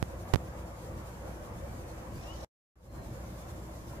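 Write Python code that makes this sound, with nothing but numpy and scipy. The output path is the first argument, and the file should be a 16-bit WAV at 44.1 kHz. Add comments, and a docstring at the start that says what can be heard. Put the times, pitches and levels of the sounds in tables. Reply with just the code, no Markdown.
"""One long chirp glides upward at a woodland edge, amid faint twitter and a soft rustle.
Later a far bird whistles two thin, falling notes; the trees give every call a short, diffuse echo.
The bed is low wind rumble, the drone of a far engine and steady microphone hiss with a faint whine.
The right microphone pops a few times at the start. After the chirp the whole mix cuts out,
then fades back in, bass first, as the whistle begins."""
import sys
import numpy as np
from scipy import signal
from scipy.fft import rfft, irfft, next_fast_len
from scipy.io import wavfile
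from scipy.ndimage import uniform_filter1d, map_coordinates

SR = 44100
rng = np.random.default_rng(int(sys.argv[2]) if len(sys.argv) > 2 else 0)


def pcm_store(signal):
    """Save signal as 16-bit PCM."""
    levels = np.round(np.clip(np.atleast_2d(signal), -1, 1) * 32767)
    wavfile.write(sys.argv[1], SR, levels.astype(np.int16).T)


N = 176400

# colour of each microphone's hiss (frequency [Hz], relative level [dB])
HISS_LEFT_EQ = [(500, -4), (2500, -4.5), (3200, -0.5), (4200, -1.5), (6200, -0.5), (7800, -4), (12600, -5),
                (15500, -7)]
HISS_RIGHT_EQ = [(500, -8), (2500, -6.5), (4200, -5), (5700, -2.5), (6300, 0), (6700, -2), (7250, 1),
                 (7900, -4), (9500, -3.5), (12600, -4.5), (13000, -8), (15500, -10)]
# lines of the whine (frequency [Hz], level [dB])
WHINE_LINES = [(6257, -81), (7271, -76.5), (12577, -79)]
# the engine's hum (order [x fundamental], level [dB])
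ENGINE_ORDERS = [(1, -50), (2, -60), (3, -59)]
# colour of the wind's rumble and the open air's murmur (frequency [Hz], relative level [dB])
RUMBLE_EQ = [(15, -23), (30, -14), (40, -8.5), (55, 0), (90, 0), (130, -3), (155, -7.5), (220, -8.5),
             (275, -16), (320, -10.5), (400, -16), (700, -48)]
MURMUR_EQ = [(60, -8.5), (250, -11), (430, -8.5), (500, 1.5), (575, 0), (650, -3.5), (850, -7), (1100, -7),
             (1230, -11.5), (1700, -16), (2300, -20), (3000, -27), (5000, -42.5), (12000, -66.5)]
# their stereo image (frequency [Hz], left-right correlation [-1..1])
RUMBLE_IMAGE = [(60, 1), (320, 0.87)]
MURMUR_IMAGE = [(150, .85), (550, 0.61), (850, 0.23), (1400, -0.12), (2500, -0.44)]
# the murmur's lean to the left (frequency [Hz], left boost [dB])
MURMUR_LEAN = [(500, 0), (1100, .5), (1700, 2), (2600, 0)]
# strength of the wind (time [s], gain [dB])
WIND_SWELL = [(0, 0.6), (1.0, -0.3), (1.4, 1.2), (2.4, 0.5), (3.05, 1.2), (3.4, -0.3), (4, -1.3)]
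# pops in the right microphone (time [s], step level [dB])
POP_HITS = [(0.0271, -11), (.3363, -13.3), (0.3384, -5.6), (.3394, -12.5), (.3410, -13), (0.3464, -11.3),
            (0.3587, -11)]
# envelope of the rustle (time [s], level [dB])
RUSTLE_ENVELOPE = [(2.08, -80), (2.16, -67), (2.22, -61), (2.29, -63), (2.335, -58), (2.365, -61),
                   (2.40, -58), (2.45, -59.5), (2.6, -85)]
# colour of the rustle (frequency [Hz], relative level [dB])
RUSTLE_EQ = [(1500, -22), (3000, -3.5), (4700, -3.5), (5200, -1), (5800, 1.5), (7200, -5.5), (8500, -16),
             (14000, -24)]
# faint notes around the chirp (time [s], length [s], start pitch [Hz], end pitch [Hz], level [dB])
TWITTER_NOTES = [(2.12, .08, 4450, 4850, -67), (2.22, 0.07, 5700, 5450, -65),
                 (2.33, 0.035, 4650, 4750, -64), (2.372, .07, 5900, 5650, -64),
                 (2.388, .06, 2960, 2960, -66)]
# the far bird's high note, then its low one (time [s], pitch [Hz], level [dB])
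HIGH_NOTE = [(2.85, 4240, -84), (2.895, 4180, -70), (2.945, 4160, -78), (2.99, 4140, -74),
             (3.05, 4100, -75), (3.1, 4100, -86)]
LOW_NOTE = [(3.2, 3510, -87), (3.41, 3500, -77.5), (3.68, 3485, -87)]
# the rising chirp (time [s], pitch [Hz], left level [dB], right level [dB], left phase lead [rad])
CHIRP_GLIDE = [(2.12, 2150, -80, -74, 3.1), (2.18, 2380, -68, -64, 3.1), (2.23, 2560, -62, -62, 3.1),
               (2.255, 2680, -60, -63, 2.8), (2.285, 2810, -53, -59, 2), (2.328, 2990, -53, -62, 1.2),
               (2.345, 3000, -68, -66, .2), (2.365, 2950, -80, -78, 0)]


def amp(db):
    """Decibels to gain."""
    return 10 ** (np.asarray(db) / 20)


def unit(x):
    """x at rms 1."""
    return x / np.sqrt(np.mean(x ** 2) + 1e-20)


def along(points, hz):
    """A frequency table read on a log axis."""
    freqs, values = np.transpose(points)
    return np.interp(np.log(hz + 1), np.log(freqs + 1), values)


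def curve(rows, column, outside=None):
    """One column of a timed table as a per-sample envelope."""
    rows = np.array(rows)
    return np.interp(np.arange(N) / SR, rows[:, 0], rows[:, column], outside, outside)


def wobble(rate):
    """Smooth random modulation, rate knots a second."""
    knots = rng.standard_normal(int(N * rate / SR) + 4)
    return map_coordinates(knots, [np.arange(N) * rate / SR])


def filtered(x, response):
    """x through a frequency response."""
    size = next_fast_len(N + SR // 2)
    return irfft(rfft(x, size) * response(np.fft.rfftfreq(size, 1 / SR)), size)[..., :N]


def coloured(x, eq):
    """x through an EQ curve, at rms 1."""
    return unit(filtered(x, lambda hz: amp(along(eq, hz))))


def noise_pair(image):
    """Stereo white noise whose left-right correlation follows image."""
    def mid_side_gains(hz):
        angle = np.arccos(np.clip(along(image, hz), -1, 1)) / 2
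        return np.array([np.cos(angle), np.sin(angle)])
    mid, side = filtered(rng.standard_normal((2, N)), mid_side_gains)
    return np.array([mid + side, mid - side])


def fuzzy_tone(centre_hz, width_hz):
    """A narrow, pitched band of noise at rms 1."""
    return unit(filtered(rng.standard_normal(N), lambda hz: 1 / (1 + ((hz - centre_hz) / width_hz) ** 2)))


def patchy(x, depth_db):
    """x with small random patches of gain in time and frequency."""
    spectra = signal.stft(x, nperseg=1024)[2]
    patches = uniform_filter1d(rng.standard_normal(spectra.shape[1:]), size=3, axis=0)
    patches = uniform_filter1d(patches, size=6, axis=1)
    return signal.istft(spectra * amp(depth_db * unit(patches)), nperseg=1024)[1][:, :N]


def hiss(left_db=-60.6, right_db=-58.8, waver_db=1.7):
    """Microphone hiss, brighter on the right; it wavers quickly on both sides at once."""
    left, right = patchy(noise_pair([(1000, -0.25)]), depth_db=2.1)
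    left = amp(left_db) * coloured(left, HISS_LEFT_EQ)
    right = amp(right_db) * coloured(right, HISS_RIGHT_EQ)
    return np.array([left, right]) * amp(waver_db * wobble(28))


def whine():
    """Faint, fuzzy high lines, panned hard right."""
    lines = sum(amp(db) * fuzzy_tone(hz, width_hz=16) for hz, db in WHINE_LINES)
    return np.array([np.zeros(N), lines])


def engine(fundamental_hz=58.1, drift=0.018, flutter_db=2, drone_db=-59):
    """A far engine: low orders that drift and flutter, with a narrow drone above them."""
    phase = 2 * np.pi * np.cumsum(fundamental_hz * (1 + drift * wobble(6))) / SR
    hum = np.zeros(N)
    for order, db in ENGINE_ORDERS:
        gain = amp(db + flutter_db * wobble(8))
        hum += gain * unit(np.sin(order * phase + rng.uniform(0, 2 * np.pi)))
    return hum + amp(drone_db) * fuzzy_tone(centre_hz=324.7, width_hz=14)


def wind(rumble_db=-45.5, murmur_db=-48.5):
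    """Centred rumble and a wider, airy murmur swell together, and each flutters by itself."""
    gust_db = curve(WIND_SWELL, 1) - 0.6 * wobble(2)
    rumble = coloured(noise_pair(RUMBLE_IMAGE), RUMBLE_EQ) * amp(rumble_db + gust_db + 2 * wobble(12))
    air = patchy(noise_pair(MURMUR_IMAGE), depth_db=2.1)
    air[0] = filtered(air[0], lambda hz: amp(along(MURMUR_LEAN, hz)))
    murmur = coloured(air, MURMUR_EQ) * amp(murmur_db + gust_db + wobble(14))
    return rumble + murmur


def pops(rolloff_hz=100, damping=0.46, edge_hz=8000, crackle_db=-36.5, crackle_s=0.0022):
    """Sudden steps swing back through the right microphone's bass roll-off, with a trace of crackle."""
    hits = np.zeros(N)
    for time, db in POP_HITS:
        hits[round(time * SR)] += amp(db)

    def swing(hz):
        s = 1j * hz / rolloff_hz
        highpassed_step = SR / (2 * np.pi * rolloff_hz) * s / (s * s + 2 * damping * s + 1)
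        return highpassed_step / (1 + 1j * hz / edge_hz)
    decay = signal.lfilter([1], [1, -np.exp(-1 / (crackle_s * SR))], hits)
    crackle = amp(crackle_db) * decay * rng.standard_normal(N)
    return np.array([np.zeros(N), filtered(hits, swing) + crackle])


def rustle(grain_db=2.2):
    """A soft swell of high, grainy noise around the chirp."""
    scratch = patchy(rng.standard_normal((2, N)), depth_db=3)
    return coloured(scratch, RUSTLE_EQ) * amp(curve(RUSTLE_ENVELOPE, 1, -200) + grain_db * wobble(120))


def trees(x, t60_s=0.43):
    """The wood scatters a call into a diffuse stereo tail; wet signal only."""
    t = np.arange(SR // 2) / SR
    tail = rng.standard_normal((2, len(t))) * amp(-60 * t / t60_s)
    return signal.fftconvolve(x[None], tail / np.linalg.norm(tail[0]), axes=1)[:, :N]


def glide_phase(note, rough):
    """Phase along a note's pitch curve, roughened by fast jitter."""
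    hz = curve(note, 1) * (1 + rough * wobble(300))
    return 2 * np.pi * np.cumsum(hz) / SR


def bird_note(note, pan_left_db, rough, echo_db=-2):
    """One whistled sine note, panned and scattered by the trees."""
    tone = np.sqrt(2) * amp(curve(note, 2, -200)) * np.sin(glide_phase(note, rough))
    pan = amp([[pan_left_db / 2], [-pan_left_db / 2]])
    return tone * pan + amp(echo_db) * trees(tone)


def twitter(edge_db=-14):
    """Short blurred glides that swell and fade."""
    notes = np.zeros((2, N))
    for start, length, start_hz, end_hz, db in TWITTER_NOTES:
        note = [(start, start_hz, db + edge_db),
                (start + length / 2, (start_hz + end_hz) / 2, db),
                (start + length, end_hz, db + edge_db)]
        notes += bird_note(note, pan_left_db=0, rough=0.018)
    return notes


def far_bird():
    """Two thin, falling whistles, the second lower and further left."""
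    high = bird_note(HIGH_NOTE, pan_left_db=1, rough=0.01)
    return high + bird_note(LOW_NOTE, pan_left_db=6, rough=0.007)


def chirp(echo_db=-11):
    """One long upward glide; it starts wide, in opposite phase on the two sides, and gathers left."""
    phase = glide_phase(CHIRP_GLIDE, rough=0.006)
    left = np.sqrt(2) * amp(curve(CHIRP_GLIDE, 2, -200)) * np.sin(phase)
    right = np.sqrt(2) * amp(curve(CHIRP_GLIDE, 3, -200)) * np.sin(phase - curve(CHIRP_GLIDE, 4))
    return np.array([left, right]) + amp(echo_db) * trees(left)


def scene():
    """The stereo mix: calls, rustle and pops over a steady bed."""
    whistles = far_bird()
    bed = wind() + engine() + hiss() + whine()
    return bed + rustle() + chirp() + whistles + twitter() + pops()


def record(dry, cut_s=2.4475, resume_s=2.756, crossover_hz=110, top_hz=15700, skirt_hz=200):
    """The mix cuts out with a very short tail and fades back in, bass first, under a steep high cut."""
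    t = np.arange(N) / SR
    tail = amp(-19 - 900 * np.maximum(t - cut_s, 0))  # drops 19 dB, then 900 dB a second

    def gate(rise_s):
        fade_db = -22.5 * np.clip(1 - (t - resume_s) / rise_s, 0, 1)
        return np.where(t < cut_s, 1, tail + (t > resume_s) * amp(fade_db))
    bass = filtered(dry, lambda hz: 1 / (1 + (hz / crossover_hz) ** 2))
    gated = bass * gate(rise_s=0.19) + (dry - bass) * gate(rise_s=0.23)
    return filtered(gated, lambda hz: np.clip((top_hz - hz) / skirt_hz, 0, 1) ** 2)


dry = scene()
out = record(dry)
pcm_store(out)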